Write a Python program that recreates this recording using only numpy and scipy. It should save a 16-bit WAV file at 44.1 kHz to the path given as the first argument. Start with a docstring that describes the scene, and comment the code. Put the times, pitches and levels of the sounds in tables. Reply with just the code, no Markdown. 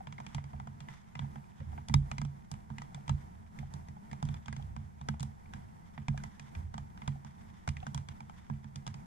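"""Light rain outdoors, heard from inside a plastic dome housing. From the start, far rain comes dully through
the shell over a low rumble and a faint hum; fine spray ticks. Nearby drips plop, the low ones trapping a
bubble, the high ones tapping on leaves. From 0.07 s on, drops crack on the shell, ring it briefly and rock the
housing in a low thump, hardest at 1.9 s. In between, heavy drips burst into spray and soft low thuds nudge the
mount."""
import sys
import numpy as np
from scipy import signal
from scipy.fft import rfft, irfft, next_fast_len
from scipy.io import wavfile
from scipy.ndimage import map_coordinates

SR = 44100
rng = np.random.default_rng(int(sys.argv[2]) if len(sys.argv) > 2 else 0)


def store_pcm(level_fs):
    """Save levels as 16-bit WAV."""
    pcm = np.round(np.clip(level_fs, -1, 1) * 32767).astype(np.int16)
    wavfile.write(sys.argv[1], SR, np.atleast_2d(pcm).T)


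N = 399537

# drops on the dome, relative levels: t/s, knock/dB, clack/dB, brightness/(dB/oct), thump/dB, spot f/Hz
DOME_DROPS = [(0.0707, -40.5, -51, -3.5, -38, 3360.0), (0.1247, -45.5, -51, -1, -41, 3290),
              (0.185, -41, -58, -15, -44.5, 2050), (0.2016, -38, -55.5, 0, -42.5, 3330),
              (0.265, -47, -47.5, -0.5, -44, 2420.0), (0.347, -40, -45, 2.5, -30, 3200),
              (0.3815, -37, -52.5, -15, -47, 2040), (0.4404, -50, -58.5, 0.5, -40.5, 2110),
              (0.5323, -45, -61.5, -9, -40, 2080), (0.599, -39, -59, 0, -40.5, 2030),
              (0.6722, -41.5, -58.5, -1.5, -44, 1430), (0.8042, -48, -51.5, -1, -41.5, 3320),
              (0.8858, -42.5, -52, -6, -46.5, 1790), (1.153, -42, -46.5, -5, -41, 2320),
              (1.1922, -36, -44, -7.5, -30, 3550), (1.221, -46, -61, -6, -36, 1680),
              (1.357, -45.5, -57.5, -4, -40, 1840), (1.603, -49, -56.5, -10, -40.5, 1820),
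              (1.778, -46, -56, -15, -41, 2130), (1.8848, -44, -52.5, 8, -52, 3460),
              (1.896, -36, -52, -2, -27.5, 1970), (1.9406, -23, -32, 3, -18.5, 3550),
              (2.1147, -33.5, -44, 0.5, -34.5, 2420), (2.1817, -39, -42.5, -1.5, -31, 2400),
              (2.2155, -37, -47.5, 1, -30.5, 1620), (2.25, -45.5, -58, 4, -30.5, 3480.0),
              (2.5147, -42, -54.5, 10, -35.5, 3450), (2.5394, -46, -54.5, -3, -40, 2310.0),
              (2.702, -43, -60, -4, -37, 1450), (2.783, -48, -46, -2.5, -41.5, 2050),
              (2.8182, -40.5, -50.5, 0, -53, 2050.0), (2.946, -43.5, -50.5, 1.5, -38.5, 3540),
              (3.079, -39, -48, -1, -34.5, 3180), (3.0937, -30, -41.5, 0.5, -24.5, 3400),
              (3.5884, -62, -50, -2.5, -35, 2100), (3.738, -45.5, -60, 9, -38, 3900),
              (3.8851, -50, -62.5, 4.5, -41.5, 2040), (4.1135, -59, -51, -3, -36.5, 1820),
              (4.13, -38, -53, 0.5, -48, 2180), (4.2265, -32, -52, 5, -26.5, 3170),
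              (4.2522, -47, -62, 8.5, -30.5, 3150.0), (4.2881, -42, -48.5, -5.5, -30, 3420),
              (4.3417, -43.5, -51, -1, -35, 3500), (4.459, -48, -57.5, 4, -44, 3270),
              (4.4819, -37.5, -45.5, -4.5, -37, 1540), (4.527, -39.5, -49, 0, -38.5, 2020.0),
              (4.5647, -45.5, -52.5, 2, -35, 3350), (4.764, -39.5, -54, -1, -38.5, 1560),
              (5.0131, -41.5, -57, -1, -39, 3500), (5.0865, -31.5, -39, 0, -28.5, 1560),
              (5.1405, -46.5, -59.5, -9, -38, 2330), (5.1967, -42, -54.5, 5.5, -55.0, 3440),
              (5.205, -51, -52, 6, -30, 3450.0), (5.229, -36, -60.5, 14.5, -33.5, 2900),
              (5.536, -43.5, -48, -2.5, -41.5, 1640.0), (5.978, -42, -50.5, -14, -35, 1830),
              (6.0828, -35, -40, -2, -24.5, 2455), (6.176, -43.5, -46.5, -2, -45, 1660),
              (6.237, -38.5, -50.5, 3, -39.5, 2030.0), (6.396, -47, -48.5, -0.5, -41.5, 2200),
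              (6.5511, -45.5, -48.5, -4.5, -46, 1980), (6.7407, -37.5, -52.5, -0.5, -39.5, 1530),
              (6.7797, -38.5, -51.5, 1.5, -36.5, 3300), (6.975, -48, -55, -4.5, -56, 1560),
              (7.0182, -44, -48, -11, -45, 2120), (7.077, -33.5, -43.5, 0.5, -28, 3450),
              (7.2473, -44.5, -62.5, 5.5, -42.5, 1880), (7.6762, -30, -45, 3, -31, 2150),
              (7.689, -39, -42.5, 2, -45, 2430), (7.768, -54, -45.5, -6.5, -48, 2010),
              (7.867, -37.5, -49, 0, -36.5, 1520), (7.9456, -39, -49.5, 8, -32, 3360),
              (7.9767, -38.5, -52, 3.5, -39.5, 3350), (8.0866, -45, -47.5, -0.5, -41, 3400),
              (8.2047, -41.5, -55, -1.0, -42, 2310), (8.2964, -42.5, -56, -4.5, -60, 3100),
              (8.4988, -36.5, -56, -4, -29.5, 1620), (8.643, -51, -59.5, -2.5, -41, 1770),
              (8.7581, -49, -49.5, 4, -37, 3560), (8.866, -39, -49, 3.5, -34.5, 3320),
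              (8.8761, -40, -48, 3, -36.5, 3400), (8.9414, -48, -54, 2.5, -43, 2480)]
# impact bands (knock, clack, tick, snap): low f/Hz, high f/Hz, t60/s, scatter/dB
IMPACT_BANDS = [(350, 1330, 0.017, -14), (1270, 5550, 0.014, -18.5), (4090, 10050, 0.014, -22.5),
                (8500, 12900, 0.011, -24.5)]
# shell response: f/Hz, mid/dB, side/dB
SHELL_COLOUR = [(294, 21.5, 28), (546, 15, 27.5), (690, 28.5, 35.5), (927, 32, 44.5), (1085, 24.5, 36.5),
                (1690, 26, 28.5), (2424, 31, 4), (2540, 20.5, 22.5), (3346, 25.5, 23), (4010, 13, 5),
                (5150, 9, 14.5), (7270, 10.5, 11.5), (10000, -1.5, -6.5), (13900, -17.5, -13)]


def amp(db):
    """Decibels to gain."""
    return 10 ** (np.asarray(db) / 20)


def unit(x):
    """x at rms 1."""
    return x / np.sqrt(np.mean(x ** 2) + 1e-20)


def wobble(rate_hz):
    """Smooth random curve with knots at rate_hz."""
    knots = rng.standard_normal(int(N * rate_hz / SR) + 4)
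    return map_coordinates(knots, [np.arange(N) * rate_hz / SR])


def add(track, at_s, sound):
    """Mix a stereo sound into the track."""
    start = int(np.clip(round(at_s * SR), 0, N - 1))
    track[:, start:start + sound.shape[-1]] += sound[:, :N - start]


def bandpass(x, order, lo_hz, hi_hz):
    """Causal band filter."""
    return signal.sosfilt(signal.butter(order, [lo_hz, hi_hz], "band", fs=SR, output="sos"), x)


def coloured(x, colour):
    """Mid and side through a minimum-phase colour (f/Hz, mid/dB, side/dB), out as left and right."""
    size = 2 * next_fast_len(x.shape[-1] // 2 + 1024)
    hz, *levels_db = np.transpose(colour)
    log_hz = np.log(np.fft.rfftfreq(size, 1 / SR) + 1)
    cepstrum = irfft(np.log(amp([np.interp(log_hz, np.log(hz), db) for db in levels_db])))
    cepstrum[:, 1:size // 2] *= 2
    cepstrum[:, size // 2 + 1:] = 0
    mid_side = irfft(rfft(x, size) * np.exp(rfft(cepstrum)))[..., :x.shape[-1]]
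    return np.array([[1, 1], [1, -1.18]]) @ mid_side


def swells(events, floor_db, attack_s, t60_s):
    """Envelope of a floor plus swells (t/s, hold/s, level/dB); powers add."""
    power = np.full(N + 2 * SR, amp(floor_db) ** 2)
    t = np.arange(SR) / SR
    for at_s, hold_s, db in events:
        shape = np.minimum(t / attack_s, 1) * amp(db - 60 * np.maximum(t - hold_s, 0) / t60_s)
        power[max(round(at_s * SR), 0):][:SR] += shape ** 2
    return np.sqrt(power[:N])


def far_rain():
    """Distant rain, dulled by the shell; its level wavers."""
    # rain spectrum: f/Hz, mid/dB, side/dB
    rain_colour = [(97, 3, -6), (135, 8, 0.5), (224.6, 9, 3), (249, -5, -4), (580, -21, -12),
                   (696, -13, -4), (944, -12, -1.5), (1096, -20.5, -9.5), (2010, -19.5, -19.5),
                   (2780, -30, -31), (4160, -32, -39.5), (5140, -31.5, -32), (7500, -32.5, -33),
                   (12450, -38, -39.5), (15200, -47, -47.5)]
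    return unit(coloured(rng.standard_normal((2, N)), rain_colour)) * amp(-54 + 1.94 * wobble(12))


def mount_rumble():
    """The housing rumbles on its mount, swelling after thumps and in soft low thuds."""
    # rumble spectrum: f/Hz, mid/dB, side/dB
    rumble_colour = [(15, -18.5, -54), (27.3, -19.5, -39), (46.2, -6.5, -8), (56.5, -8.5, -14), (79, 6, -9),
                     (97.4, -2.5, -26), (141.6, -8.5, -17), (280, -48, -31), (895, -92, -105)]
    # soft low thuds: t/s, hold/s, level/dB
    soft_thuds = [(.55, 0.091, -45), (1.6, 0.021, -37.5), (3.605, 0.027, -44), (4.58, 0.19, -44),
                  (6.565, 0.021, -41.5), (6.63, 0.19, -47.5), (7.675, 0.032, -38.5)]
    thumps = [(at_s, 0.035, thump_db - 14.5) for at_s, _, _, _, thump_db, _ in DOME_DROPS]
    shudder = swells(thumps, floor_db=-59.5, attack_s=0.0073, t60_s=0.22)
    nudges = swells(soft_thuds, floor_db=-np.inf, attack_s=0.0051, t60_s=0.76)
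    lumps = amp(3 * wobble(16))
    rumble = unit(lumps * coloured(rng.standard_normal((2, N)), rumble_colour))
    return rumble * np.hypot(shudder, nudges) * amp([[-1.3], [1.3]])


def hum():
    """Faint steady hum, opposite in polarity left and right."""
    # hum partials: f/Hz, level/dB
    partials = [(60, -65), (180, -58)]
    tone = sum(amp(db) * np.sin(2 * np.pi * hz * np.arange(N) / SR) for hz, db in partials)
    return np.outer([1, -1], tone)


def droplet_ticks(per_s=22, spread_db=19, t60_s=0.018):
    """Fine spray ticks on the shell at random."""
    t = np.arange(SR // 50) / SR
    out = np.zeros((2, N))
    for _ in range(int(per_s * N / SR)):
        envelope = amp(-81.5 - spread_db * rng.random() - 60 * t / t60_s)
        add(out, rng.random() * N / SR, envelope * rng.standard_normal((2, len(t))))
    return coloured(out, SHELL_COLOUR)


def drip_plops(t60_cycles=25, attack_cycles=3.05, rise_per_s=1.2, left_lag_s=0.00049, splash_t60_s=0.029):
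    """Each drip splashes and rings with a quivering tone whose pitch climbs as it fades: low ones trap a
    bubble, high ones tap on leaves."""
    # nearby drips, in puddles and on leaves: t/s, relative level/dB, pitch f/Hz
    drips = [(.004, -35, 783), (.181, -39.5, 2090), (.535, -40.5, 730), (1.243, -39, 880),
             (1.358, -39, 817), (1.608, -49, 527), (1.728, -40, 820), (1.78, -35, 844), (2.92, -47, 770),
             (2.975, -45, 740), (3.628, -39.5, 760), (3.965, -41, 835), (4.367, -53, 3350),
             (4.595, -39.5, 820), (4.624, -46.5, 3250), (5.458, -52, 2320), (6.142, -39.5, 740),
             (6.2, -47, 1520), (7.155, -44.5, 750), (7.802, -47, 3230), (7.827, -35, 747),
             (7.829, -47, 2750)]
    t = np.maximum(np.arange(SR // 8) / SR - np.array([[left_lag_s], [0]]), 0)
    out = np.zeros((2, N))
    for at_s, db, hz in drips:
        cycles = hz * (t + rise_per_s * t ** 2 / 2)
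        quiver_rad = 0.4 * map_coordinates(rng.standard_normal(len(t[0])), [cycles / 2], mode="nearest")
        envelope = amp(-60 * cycles / t60_cycles) * (1 - np.exp(-cycles / attack_cycles)) ** 2
        bubble = np.sin(2 * np.pi * cycles + quiver_rad) * envelope
        noise = unit(bandpass(rng.standard_normal(t.shape), 2, hz / np.sqrt(2), 2 * hz))
        splash = noise * amp(-28 - 60 * t / splash_t60_s) * (1 - np.exp(-cycles))
        add(out, at_s, amp(db + 11.5) * (bubble + splash))
    return out


def impacts(bands_db, attack_s=0.00025, scatter_t60_s=0.29, light_drop_db=-52.5):
    """Splat: a sharp push and short burst through the shell, then scatter that grows less than the blow."""
    t = np.arange(SR // 8) / SR
    push = 3.14 * rng.choice([-1, 1], (len(bands_db), 2, 1)) * (t == 0)
    push = np.roll(push, round(attack_s * SR), axis=-1)
    taps = 0
    for (lo_hz, hi_hz, t60_s, scatter_db), db in zip(IMPACT_BANDS, bands_db.T):
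        tail_db = scatter_db - 0.69 * np.maximum(db - light_drop_db, 0)[:, None, None]
        decay = amp(-60 * t / t60_s) + amp(tail_db - 60 * t / scatter_t60_s)
        noise = decay * (1 - np.exp(-t / attack_s)) * rng.standard_normal((len(db), 2, len(t)))
        burst = bandpass(coloured(push + noise, SHELL_COLOUR), 3, lo_hz, hi_hz)
        rms = np.sqrt(np.mean(burst ** 2, axis=(1, 2)))
        taps = taps + burst * (amp(db - 15.5) / rms)[:, None, None]
    return taps


def pings(clack_db, spot_hz, t60_cycles=44, attack_s=0.00018):
    """The mode under the landing spot answers most strongly and gives each tap its pitch."""
    t = np.arange(SR // 8) / SR
    phase_rad = rng.uniform(0, 2 * np.pi, (len(spot_hz), 1, 1)) + np.array([[0], [0.9]])
    cycles = spot_hz[:, None, None] * t
    decay = amp(clack_db[:, None, None] + 4.5 - 60 * cycles / t60_cycles)
    return np.sin(2 * np.pi * cycles + phase_rad) * decay * (1 - np.exp(-t / attack_s))


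def shell_ring(bands_db, spot_hz, spread_db=3, detune=0.02, attack_s=0.000057):
    """The landing spot favours modes near its pitch; water on the shell detunes them from drop to drop."""
    # shell modes: f/Hz, relative level/dB, t60/s
    shell_modes = [(875, -0.5, 0.029), (995, -13.5, 0.094), (1285, -4, 0.038), (1614, -6.5, 0.057),
                   (2014, -2.5, 0.055), (2410, -2.5, 0.029), (2855, -12.5, 0.085), (3360, -2, 0.014),
                   (3960, -15, 0.1), (4800, -9, 0.058), (6300, -5.5, 0.013), (7500, -21, 0.04)]
    hz, mode_db, t60_s = np.transpose(shell_modes)
    t = np.arange(SR // 8) / SR
    log_centres = [np.log(lo * hi) / 2 for lo, hi, *_ in IMPACT_BANDS]
    drive_db = np.array([np.interp(np.log(hz), log_centres, row) for row in bands_db])
    away_oct = np.minimum(abs(np.log2(hz / spot_hz[:, None])), 0.5)
    draws = rng.standard_normal((len(bands_db), 4, len(hz)))  # level, left phase, right phase, tuning
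    level_db = drive_db + mode_db + 0.5 - 17 * away_oct + spread_db * draws[:, 0]
    strength = amp(level_db)[:, None] * np.exp(2j * np.pi * draws[:, 1:3])
    wet_hz = hz * (1 + detune * draws[:, 3])
    envelope = amp(-60 * t / t60_s[:, None]) * (1 - np.exp(-t / attack_s))
    modes = np.exp(2j * np.pi * wet_hz[..., None] * t) * envelope
    return (strength @ modes).real


def housing_thump(thump_db, spot_hz, lag_s=0.0019, attack_s=0.0023, heavy_drop_db=-31.5):
    """A drop rocks the housing; heavy ones favour the low modes, and the landing spot sets the boom."""
    # rocking modes: f/Hz, relative level/dB, t60/s, left minus right/dB, boom/(dB/oct of lower spot pitch)
    housing_modes = [(47.4, -20.5, 0.45, -4, 0), (75.5, -18.5, 0.48, 8, 0.5), (98.7, -5.5, 0.18, -3.5, 1),
                     (139.56, 1, 0.28, -4.5, 0), (215.6, -9, 0.22, -8.5, 8), (295, 3, 0.0077, -12.5, 5)]
    hz, mode_db, t60_s, lean_db, boom_db_oct = np.transpose(housing_modes)
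    t = np.maximum(np.arange(SR // 2) / SR - lag_s, 0)
    heft_db = 0.59 * max(thump_db - heavy_drop_db, 0) * np.maximum(np.log2(140 / hz), 0)
    boom_db = boom_db_oct * np.log2(2400 / spot_hz)
    level_db = mode_db + thump_db + heft_db + boom_db + rng.standard_normal(len(hz))
    envelope = amp(-60 * t / t60_s[:, None]) * (1 - np.exp(-t / attack_s)) ** 2
    modes = np.sin(2 * np.pi * hz[:, None] * t) * envelope
    return amp(level_db + np.array([lean_db, -lean_db]) / 2) @ modes


def dome_drops():
    """Splat, ping, ring and thump: bright on bare shell, dull where water cushions the drop."""
    # ordinary drop, relative to its clack: clack/dB, tick/dB, snap/dB
    voice_db = [0, -2.5, -18.5]
    times_s, knock_db, clack_db, tilt_db_oct, thumps_db, spots_hz = np.transpose(DOME_DROPS)
    centres_oct = np.log2([lo * hi for lo, hi, *_ in IMPACT_BANDS[1:]]) / 2
    upper_db = clack_db[:, None] + voice_db + tilt_db_oct[:, None] * (centres_oct - centres_oct[0])
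    bands_db = np.column_stack([knock_db, upper_db])
    taps = impacts(bands_db) + pings(clack_db, spots_hz) + shell_ring(bands_db, spots_hz)
    out = np.zeros((2, N))
    for at_s, tap, thump_db, spot_hz in zip(times_s, taps, thumps_db, spots_hz):
        add(out, at_s, tap)
        add(out, at_s, housing_thump(thump_db, spot_hz))
    return out


def splash_spray(hold_s=0.035, grains_per_s=1000, grain_spread_db=2):
    """Heavy drips burst into a fizz of tiny droplets over a floor of drizzle."""
    # nearby splashes: t/s, level/dB
    splashes = [(0.169, -67), (.28, -62), (.88, -61), (1.17, -69), (1.55, -66.5), (3.17, -70.5),
                (3.58, -70), (4.23, -64), (4.45, -66), (5.52, -67), (5.84, -69), (6.23, -63.5), (6.41, -65),
                (7.0, -68), (7.25, -65), (7.37, -68), (7.53, -67), (7.78, -67.5), (8.1, -71), (8.33, -64.5),
                (8.88, -73)]
    # spray spectrum: f/Hz, mid/dB, side/dB
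    spray_colour = [(400, -20.5, -21), (980, 6.5, 7.5), (1210, 1, -3.5), (1980, 3, 3.5), (2640, -7.5, -11),
                    (3540, -3, -6.5), (4100, -15, -13), (5730, -10.5, -9), (7950, -15.5, -14.5),
                    (14900, -32, -41)]
    bursts = [(at_s, hold_s, db) for at_s, db in splashes]
    envelope = swells(bursts, floor_db=-76, attack_s=0.011, t60_s=0.96)
    grains = amp(grain_spread_db * wobble(grains_per_s)) * rng.standard_normal((2, N))
    flicker = amp(3.3 * wobble(65))
    return unit(coloured(grains, spray_colour)) * envelope * flicker


def scene():
    """Everything as heard inside the dome, leaning slightly right."""
    water = dome_drops() + droplet_ticks() + drip_plops() + far_rain() + splash_spray()
    return (water + mount_rumble() + hum()) * amp([[-0.2], [0.2]])


def record(dry):
    """The camera in the dome keeps nothing above its band limit."""
    limit_hz = 15000
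    size = next_fast_len(N + SR // 2)
    passband = np.fft.rfftfreq(size, 1 / SR) < limit_hz
    return irfft(rfft(dry, size) * passband, size)[:, :N]


dry = scene()
out = record(dry)
store_pcm(out)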